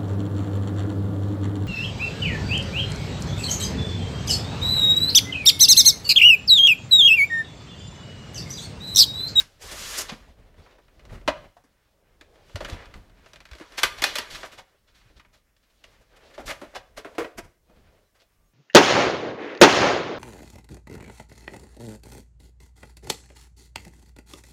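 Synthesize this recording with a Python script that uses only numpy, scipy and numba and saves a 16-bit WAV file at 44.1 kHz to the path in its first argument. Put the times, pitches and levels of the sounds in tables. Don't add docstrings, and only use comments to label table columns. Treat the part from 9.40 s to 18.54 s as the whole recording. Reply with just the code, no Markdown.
import sys
import numpy as np
from scipy import signal
from scipy.fft import rfft, irfft, next_fast_len
from scipy.io import wavfile
from scipy.ndimage import uniform_filter1d
from numba import njit

SR = 44100
rng = np.random.default_rng(int(sys.argv[2]) if len(sys.argv) > 2 else 0)


def store_pcm(level_fs):
    pcm = np.round(np.clip(level_fs, -1, 1) * 32767).astype(np.int16)
    wavfile.write(sys.argv[1], SR, np.atleast_2d(pcm).T)


N = 402879

# (f/Hz, width/Hz, level/dB)
WALLS = [(972, 10, 2.5), (1200, 16, -3.5), (1450, 13, -7.5), (1770, 16, -7), (2070, 170, -9),
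         (2472, 60, -4), (2920, 130, -5), (3430, 62, -3.5), (4067, 94, -6.5), (4520, 55, -2),
         (5840, 76, -3.5), (6820, 50, -3.5)]
# (f/Hz, level/dB)
HISS = [(2940, -24.5), (5000, 0.5), (7060, -1.5), (8580, -5.5), (12100, -8.5), (14600, -17), (16000, -31)]
BRIGHT_HZ = (3490, 4680)


def sliding():
    # (t/s, wall level/dB, then against the wall: hollow body level/dB, hiss level/dB)
    slide = [(0.0, -37, -14, 3), (0.034, -55.5, -18, -0.5), (0.092, -72, 5, -1), (0.19, -70.5, -2, -9.5),
             (0.222, -53, -1, 3.5), (0.342, -46.5, -9, 0.5), (0.518, -44, -12, 3.5), (0.6, -40.5, -5.5, 3),
             (0.672, -54.5, -3, -5.5), (0.736, -50.5, 3.5, -16), (0.79, -68, -3, -15)]
    return rub(slide, body_hz=500, bright_db=1, grain_db=0.1, flicker_db=1.1, roam_db=3.0)


def rustling():
    # (t/s, wall level/dB, then against the wall: hollow body level/dB, hiss level/dB)
    rustle = [(0.8, -64.5, -1, -37), (1.05, -71, 4.5, -23), (1.87, -72, 3, -11), (2.31, -80.5, -5, -7.5),
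              (2.68, -77, 6.5, -9.5), (2.96, -67.5, 6, -11), (3.19, -69, 2, -3), (3.33, -50, -1.5, -22),
              (3.65, -71.5, 3, -13), (4.07, -69, -0.5, -5.5), (4.44, -50, -7, -14), (4.95, -51, -3.5, -7.5),
              (5.25, -73, -0.5, -12.5), (5.44, -78.5, -0.5, -9.5), (5.77, -69.5, -6, -11),
              (6.0, -82.5, -5.5, -2), (6.62, -71, 3.5, -13), (7.09, -64.5, 6, -8), (7.44, -72.5, 2.5, -4),
              (7.82, -62.5, 8, -10), (8.07, -80, 4, -11.5), (8.67, -71.5, 5.5, -11), (8.83, -81, 3.5, -9),
              (9.14, -79, -1.5, -3.5)]
    return rub(rustle, body_hz=480, bright_db=-4.5, grain_db=2.5, flicker_db=2.65, roam_db=6.5)


def tape_cracks():
    # (t/s, wall level/dB, then against the wall: hollow body level/dB, bright level/dB, hiss level/dB;
    #  body f/Hz, t60/s, extra tick level/dB)
    cracks = [(4.4323, -17, -10, -0.5, -6.5, 495, .13, 5), (4.6195, -28.5, -4, 0.5, -6, 496, .29, -3),
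              (4.6392, -18.5, -9, 2.5, -7.5, 666, 0.2, 12), (4.7545, -32, -5, 2.5, -2.5, 557, 0.15, -1),
              (4.784, -29, -10, 2, -4, 460, 0.095, 3)]
    return contacts(cracks, rise=0.0013, hold=0.016, spread=0.59, tick_db=1, tick_t60=0.02, blow=3.9,
                    grain_db=0.5, lead=0.27, late_s=0.004, linger=(0.9, 1.1, 0.9), touch_db=2.5,
                    wall_hz=1560, edge_db=5.5)


def knocks():
    # (t/s, wall level/dB, then against the wall: hollow body level/dB, bright level/dB, hiss level/dB;
    #  body f/Hz, t60/s)
    table = [(0.7205, -42.5, 4.5, -17, -13, 240, 0.099), (1.1982, -64, -4, -9, -19, 510, 0.13),
             (1.262, -60, 5, -11, -17, 905, .083), (1.3838, -61.5, 4.5, -28, -41, 443, 0.083),
             (1.8774, -21.5, 3.5, -6.5, -45, 600, 0.089), (2.168, -67.5, 12, -1.5, -4.5, 800, 0.12),
             (2.2388, -64.5, 4.5, -27.5, -5.5, 277, 0.19), (3.2056, -39.5, 7.5, -4.5, -22, 533, 0.11),
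             (4.2104, -47, -2, -9, -17, 309, 0.19), (5.0315, -37, -1.5, -9.5, -26, 600, .12),
             (5.699, -73.5, 11, -5, -8.5, 302, 0.12), (6.979, -46.5, 11, -7.5, -23, 598, 0.16),
             (7.2149, -54.5, 18, -27, -18, 483, 0.15), (7.6471, -40, 3.5, -26, -33.5, 435, .13),
             (7.7508, -55.5, 7, -7, -9, 498, 0.067), (7.7817, -31.5, 7, -34, -41, 358, 0.18),
             (7.8446, -39, 3.5, -32, -39, 499, 0.073), (8.2961, -73.5, 12, -16.5, -22, 406, .087)]
    return contacts(table, rise=0.003, hold=0.072, spread=1.1, tick_db=-3, tick_t60=0.026, blow=16,
                    grain_db=2.0, lead=0.44, late_s=0.0016, linger=(1.2, 0.9, 0.8), touch_db=1.5,
                    wall_hz=1230, edge_db=-1.2)


def snaps():
    # (t/s, wall level/dB, then against the wall: hollow body level/dB, bright level/dB)
    table = [(0.693, -44, -8, -2), (1.1414, -63, -2, -16), (1.3098, -64, -14, -3.5),
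             (1.3522, -67, 10.5, -13), (1.4815, -61.5, -7, -13.5), (1.594, -57, -15, -5.5),
             (1.6517, -57, 2.5, -1), (1.8114, -60, 2.5, -11.5), (2.8104, -48.5, -5, -5),
             (2.9559, -64, 3, -12), (3.095, -59.5, 4.5, -16), (3.1568, -38.5, 1.5, -0.5),
             (3.247, -36, -5.5, -4), (3.2983, -46, -4, 6), (3.456, -51.5, -23, -5),
             (3.5392, -45.5, -16, -7), (3.5613, -61, -15, -21), (3.696, -64, -6, -4.5),
             (3.7717, -80, 1, -11), (3.86, -53.5, -2, -6), (3.933, -51, -2.5, 1), (3.9583, -49.5, -8.5, -3),
             (4.0033, -50.5, -6, -3.5), (4.0532, -48.5, -13.5, -5), (4.0878, -58, -15.5, -5),
             (4.1128, -49, -14.5, -1), (4.132, -46.5, -12.5, -5), (4.1507, -51.5, 0, -0.5),
             (4.1837, -51, -11, -4), (4.1982, -49, 3.5, -8), (4.3208, -54.5, -3.5, 1),
             (4.3791, -36.5, -4.5, 1.5), (5.7963, -51.5, -11.5, -10), (5.8482, -58, -10.5, -13.5),
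             (6.1647, -70.5, -6, 4), (6.4393, -51.5, -5.5, -0.5), (7.078, -39.5, -2, -3),
             (7.575, -46, 7.5, -1.5), (7.981, -44.5, 0.5, -2), (8.818, -67, 3, 3.5)]
    hiss_below_bright_db, body_hz, t60_s = -8, 500, 0.087
    rows = [(s, db, body_db, bright_db, bright_db + hiss_below_bright_db, body_hz, t60_s)
            for s, db, body_db, bright_db in table]
    return contacts(rows, rise=0.0021, hold=0.024, spread=0.9, tick_db=2.0, tick_t60=0.0088, blow=5.6,
                    grain_db=2.4, lead=0.3, late_s=0.002, linger=(0.9, 1.1, 0.9), touch_db=1.0,
                    wall_hz=1480, edge_db=0.4)


def scuffs():
    # (t/s, wall level/dB, then against the wall: hollow body level/dB, bright level/dB, hiss level/dB;
    #  body f/Hz, t60/s)
    table = [(0.3129, -45, 0.5, 0, 3.5, 500, 0.12), (0.5778, -39.5, -3.5, -22, 12, 534, 0.1),
             (0.6068, -42, -27, -2, 8.5, 552, 0.045), (0.6903, -41.5, 0, 4.5, -19, 730, 0.052),
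             (1.6941, -54, 1.5, -17, -24, 490, 0.078), (1.72, -61, -6, -23, -24, 415, 0.092),
             (1.745, -53, -2, -8, -17, 514, 0.063), (1.772, -57, -2, -18, -22, 528, 0.032),
             (2.0384, -58, 7, -11, -21, 594, .089), (3.2805, -43.5, 1.5, -19, -10.5, 540, 0.078),
             (3.3227, -49.5, 1.5, -9, -13, 250, 0.078), (4.3797, -33.5, -6, 2, -3.5, 810, 0.084),
             (4.418, -39.5, -0.5, -4, -8, 600, 0.074), (4.5794, -46.5, 0.5, 1, -7, 885, .11),
             (4.9034, -48, -5, 5, -3, 533, 0.31), (4.9461, -40, -17, 0.5, -10.5, 535, 0.069),
             (5.0494, -51, 1, -1, -3.5, 600, 0.089), (5.1191, -50.5, -3.5, -3, -7, 440, 0.17),
             (5.1801, -47.5, 1.5, -1.5, -8.5, 747, 0.09), (5.4774, -66, -11, 0.5, -35, 570, 0.15),
             (5.5472, -65.5, -13.5, 3, -4.5, 266, 0.39), (5.6068, -64, -16, -6, -18.5, 700, .071),
             (5.7649, -65.5, 0, 4, -7.5, 250, 0.11), (5.9327, -64, -3, -0.5, -4.5, 538, 0.18),
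             (6.2302, -72.5, -4, 1, -13.5, 264, 0.14), (6.2978, -73, -12, 2, -9.5, 321, 0.077),
             (6.6094, -68, -5, -31.5, -4, 450, 0.11), (6.7628, -60, 1.5, -2, -5.5, 707, 0.043),
             (6.9, -60, -1, -7, -12.5, 525, .15), (6.94, -54, -9, -4, -10, 525, 0.084),
             (6.9974, -53, 12, -16, -8, 450, .077), (7.062, -51, -12, 5, 7, 600, 0.067),
             (7.083, -38, -1.5, -5, -5.5, 567, 0.16), (7.0999, -33, -4.5, -8, -11, 580, .077),
             (7.2381, -50.5, -1, -35, -18, 480, 0.058), (7.332, -57.5, 9, -20, -15, 620, 0.12),
             (7.3522, -39, 4.5, -2.5, -12.5, 690, 0.089), (7.5717, -42.5, -1, -5, -6.5, 406, 0.094),
             (7.9794, -40, 2, -16, -3, 490, 0.058), (8.04, -60, 2, -23, -3.5, 374, 0.076),
             (8.3547, -69.5, 8, -18, -13, 382, 0.15), (8.7491, -66, -12, -8, -7, 657, 0.15),
             (8.7949, -70, 2.5, 7, -9.5, 540, 0.14)]
    return contacts(table, rise=0.021, hold=0.049, spread=0.93, tick_db=-13, tick_t60=0.015, blow=1.2,
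                    grain_db=1.5, lead=0.52, late_s=0.004, linger=(0.9, 1.1, 1.1), touch_db=0.5,
                    wall_hz=1450, edge_db=1.4)


def rub(table, body_hz, bright_db, grain_db, flicker_db, roam_db):
    wall_db, body_db, hiss_db = curve(table)
    parts = (band(grit(N, grain_db), body_hz, 610),
             band(grit(N, grain_db), 1530, 2600),
             band(grit(N, grain_db), *BRIGHT_HZ),
             colour(grit(N, grain_db), HISS))
    gains_db = (body_db, 0, bright_db, hiss_db)
    mix = sum(unit(part) * undb(db + flicker_db * walk(30)) for part, db in zip(parts, gains_db))
    mix = mix * undb(wall_db + flicker_db * walk(12))
    touch_db = [roam_db * walk(28) - 9 for _ in WALLS]
    return walls(mix, touch_db)


def contacts(table, rise, hold, spread, tick_db, tick_t60, blow, grain_db, lead, late_s, linger,
             touch_db, wall_hz, edge_db):
    out = np.zeros(N + SR)
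    t = np.arange(SR // 4) / SR
    hiss = [(hz, db + edge_db * np.log2(hz / 5000)) for hz, db in HISS]
    lateness = (0.9, 0.29, 0, 0)
    decay_shares = (linger[0], 1, linger[1], linger[2])
    for s, wall_db, body_db, bright_db, hiss_db, body_hz, t60, *extra_tick_db in table:
        full_tick_db = tick_db + sum(extra_tick_db)
        pushes = []
        for late, share in zip(lateness, decay_shares):
            top = rise + late_s * late
            swell = np.sin(np.pi / 2 * np.minimum(t / top, 1)) ** 2
            fall = undb(-60 * np.maximum(t - top - hold * t60, 0) / (t60 * share))
            tick = undb(full_tick_db - 60 * np.maximum(t - top, 0) / tick_t60)
            push = swell * (fall + tick) * grit(len(t), grain_db)
            push[int(top * SR / 2)] += blow * undb(full_tick_db)
            pushes.append(push)
        parts = (hollow(pushes[0], body_hz, spread, 0.13),
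                 band(pushes[1], wall_hz, 1.6 * wall_hz),
                 band(pushes[2], *BRIGHT_HZ),
                 colour(pushes[3], hiss))
        gains = undb(wall_db + np.array([body_db, 0, bright_db, hiss_db]))
        body, *upper = (gain * part / np.sqrt(uniform_filter1d(part ** 2, size=400).max())
                        for part, gain in zip(parts, gains))
        start = int((s - lead * rise) * SR)
        random_touch_db = touch_db * rng.standard_normal(len(WALLS))
        out[start:start + len(t)] += body + walls(sum(upper), random_touch_db)
    return out[:N]


def grit(n, grain_db):
    strength_db = grain_db * np.minimum(rng.exponential(size=n), 5)
    return unit(rng.standard_normal(n) * undb(strength_db))


def hollow(x, hz, spread, plain_db):
    # (f/Hz, width/Hz, level/dB)
    cavities = [(202.5, 180, -1), (321.2, 75, 4), (429, 36, -5.5), (490, 89, 4), (590.7, 60, 0),
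                (695, 60, 4.5), (740, 86, 0.5)]
    out = undb(plain_db) * band(x, hz, 1.3 * spread * hz)
    for k, (f, width, db) in enumerate(cavities):
        near_db = db - 17.0 * (np.log2(f / hz) / spread) ** 2
        sign = (-1) ** k
        out = out + sign * undb(near_db) * svf(x, 1.0 * f, 1.0 * width)
    return out


def walls(x, touch_db):
    return x + sum(undb(db + touch) * svf(x, 1.0 * f, 1.0 * width)
                   for (f, width, db), touch in zip(WALLS, touch_db))


def counter():
    # (t/s, level/dB)
    tremble = [(0.0, -39), (0.1, -61.5), (0.27, -51), (0.45, -42.5), (0.62, -46), (0.8, -52), (1.3, -58),
               (1.65, -51), (2.05, -45.5), (2.15, -68), (3.03, -56.5), (3.4, -44.5), (3.75, -55),
               (4.3, -54.5), (4.75, -46), (5.1, -57.5), (5.37, -66), (5.7, -56.5), (6.1, -66.5), (6.9, -60),
               (7.5, -61.5), (8.14, -66), (8.4, -51), (8.7, -68.5), (9.14, -66)]
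    # (peak t/s, peak level/dB)
    jolts = [(0.249, -41), (0.58, -46), (0.73, -42), (0.89, -45.5), (0.99, -47.5), (1.19, -42.5),
             (1.729, -36), (1.882, -34.5), (2.06, -51), (2.19, -54.5), (3.181, -38), (3.23, -31),
             (3.33, -32.5), (3.56, -39), (3.79, -49), (4.15, -51), (4.45, -39), (4.6, -41), (4.78, -53),
             (4.93, -41), (5.19, -47.5), (5.77, -46), (6.6, -55), (7.0, -45.5), (7.07, -38), (7.38, -51),
             (7.58, -50.5), (7.81, -45), (7.99, -41), (8.06, -47), (8.73, -61.5)]
    # (t/s, level before decay/dB, f/Hz, t60/s)
    rings = [(.719, -35, 160, 0.074), (1.72, -38, 50, 0.17), (1.879, -20.5, 286, .1),
             (1.8775, -20.5, 690, 0.064), (1.879, -31, 129.4, .1), (2.167, -43, 704, 0.053),
             (3.146, -20, 90.5, 0.096), (3.322, -18, 79, 0.066), (4.115, -29, 59.4, 0.12),
             (4.21, -31, 319, 0.058), (5.658, -44.5, 110, .08), (7.783, -22, 331, 0.16),
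             (7.7835, -35.5, 684, .1), (8.032, -39, 90, 0.07), (8.296, -49.5, 200, 0.069)]
    jolt_rise_db_per_s, jolt_fall_db_per_s, ring_rise_cycles = 501, 219.5, 0.63
    t = np.arange(N) / SR
    low = unit(svf(rng.standard_normal(N), 39.0, 25.0))
    low = low + undb(-9.5) * unit(svf(rng.standard_normal(N), 55.0, 99.0))
    shake_db = curve(tremble)[0]
    for s, db in jolts:
        drop_db = np.maximum(jolt_rise_db_per_s * (s - t), jolt_fall_db_per_s * (t - s))
        shake_db = np.maximum(shake_db, db - drop_db)
    out = unit(low) * undb(shake_db - 3.0 + 2.2 * walk(11))
    for s, db, hz, t60 in rings:
        age = np.maximum(t - s, 0)
        rise = np.minimum(age * hz / ring_rise_cycles, 1)
        out = out + rise * undb(db - 60 * age / t60) * np.sin(2 * np.pi * hz * age)
    return out


def room(x):
    t60_s, treble_t60_s, tail_db = 0.34, 0.6, -16
    t = np.arange(SR // 2) / SR
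    noise = rng.standard_normal(len(t)) * np.minimum(t / 0.0015, 1)
    low = svf(noise, 1100.0, 2800.0)
    treble = noise - low
    tail = low * undb(-60 * t / t60_s) + treble * undb(-60 * t / treble_t60_s - 12.0)
    tail = undb(tail_db) * tail / np.sqrt(np.sum(tail ** 2))
    return signal.fftconvolve(x, tail)[:N]


def kitchen():
    # (f/Hz, level/dB)
    quiet = [(59, -30), (100, -5), (150, -5), (910, -21.5), (1150, -3), (1310, -20), (3780, -25.5),
             (4470, -17.5), (4770, -18), (5300, -12), (16000, -11.5)]
    # (start t/s, end t/s, f/Hz, peak level/dB)
    tones = [(8.645, 8.69, 4010, -78), (8.65, 8.71, 5950, -82), (8.925, 9.14, 1179, -80),
             (9.04, 9.1, 6600, -78)]
    trill_hz, trill_db, quiet_db = 5340.0, -93, -77
    t = np.arange(N) / SR
    trill = unit(svf(rng.standard_normal(N), trill_hz, 60.0)) * undb(trill_db + 2.2 * walk(9))
    air = unit(colour(rng.standard_normal(N), quiet)) * undb(quiet_db + 0.6 * walk(5))
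    out = trill + air
    for start, end, hz, db in tones:
        fade = np.clip(np.minimum(t - start, end - t) / 0.014, 0, 1)
        out = out + fade * undb(db) * np.sin(2 * np.pi * hz * t)
    return out


def undb(db):
    return 10 ** (np.asarray(db) / 20)


def unit(x):
    return x / np.sqrt(np.mean(x ** 2) + 1e-30)


@njit
def svf(x, hz, width):
    y = np.empty(len(x))
    b, l = 0., 0.
    g, k = np.tan(np.pi * hz / SR), width / hz
    for i in range(len(x)):
        v = (b + g * (x[i] + 1e-18 - l)) / (1 + g * (g + k))
        b, l, y[i] = 2 * v - b, l + 2 * g * v, k * v
    return y


def band(x, hz, width):
    for _ in range(3):
        x = svf(x, 1.0 * hz, 1.0 * width)
    return x


def colour(x, points):
    n = next_fast_len(len(x))
    hz, db = np.transpose(points)
    f = np.maximum(np.arange(n // 2 + 1) * SR / n, 1)
    gain = undb(np.interp(np.log(f), np.log(hz), db))
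    return irfft(rfft(x, n) * gain, n)[:len(x)]


def walk(rate):
    k = int(SR / rate)
    steps = np.repeat(rng.standard_normal(N // k + 1), k)
    return unit(uniform_filter1d(uniform_filter1d(steps, k), k)[:N])


def curve(table):
    s, *columns = np.transpose(table)
    t = np.arange(N) / SR
    curves = [np.interp(t, s, column) for column in columns]
    outside_s = np.maximum(np.maximum(s[0] - t, t - s[-1]), 0)
    curves[0] = curves[0] - 400 * outside_s
    return curves


def scene():
    foam = sliding() + rustling() + tape_cracks() + knocks() + snaps() + scuffs()
    return (foam + room(foam) + counter() + kitchen())[None]


def record(dry):
    top_hz = 15900
    rounded = 1.1 * np.tanh(dry / 1.1)
    low_pass = signal.ellip(10, 0.2, 60, top_hz, fs=SR, output="sos")
    return signal.sosfilt(low_pass, rounded)


dry = scene()
out = record(dry)
store_pcm(out)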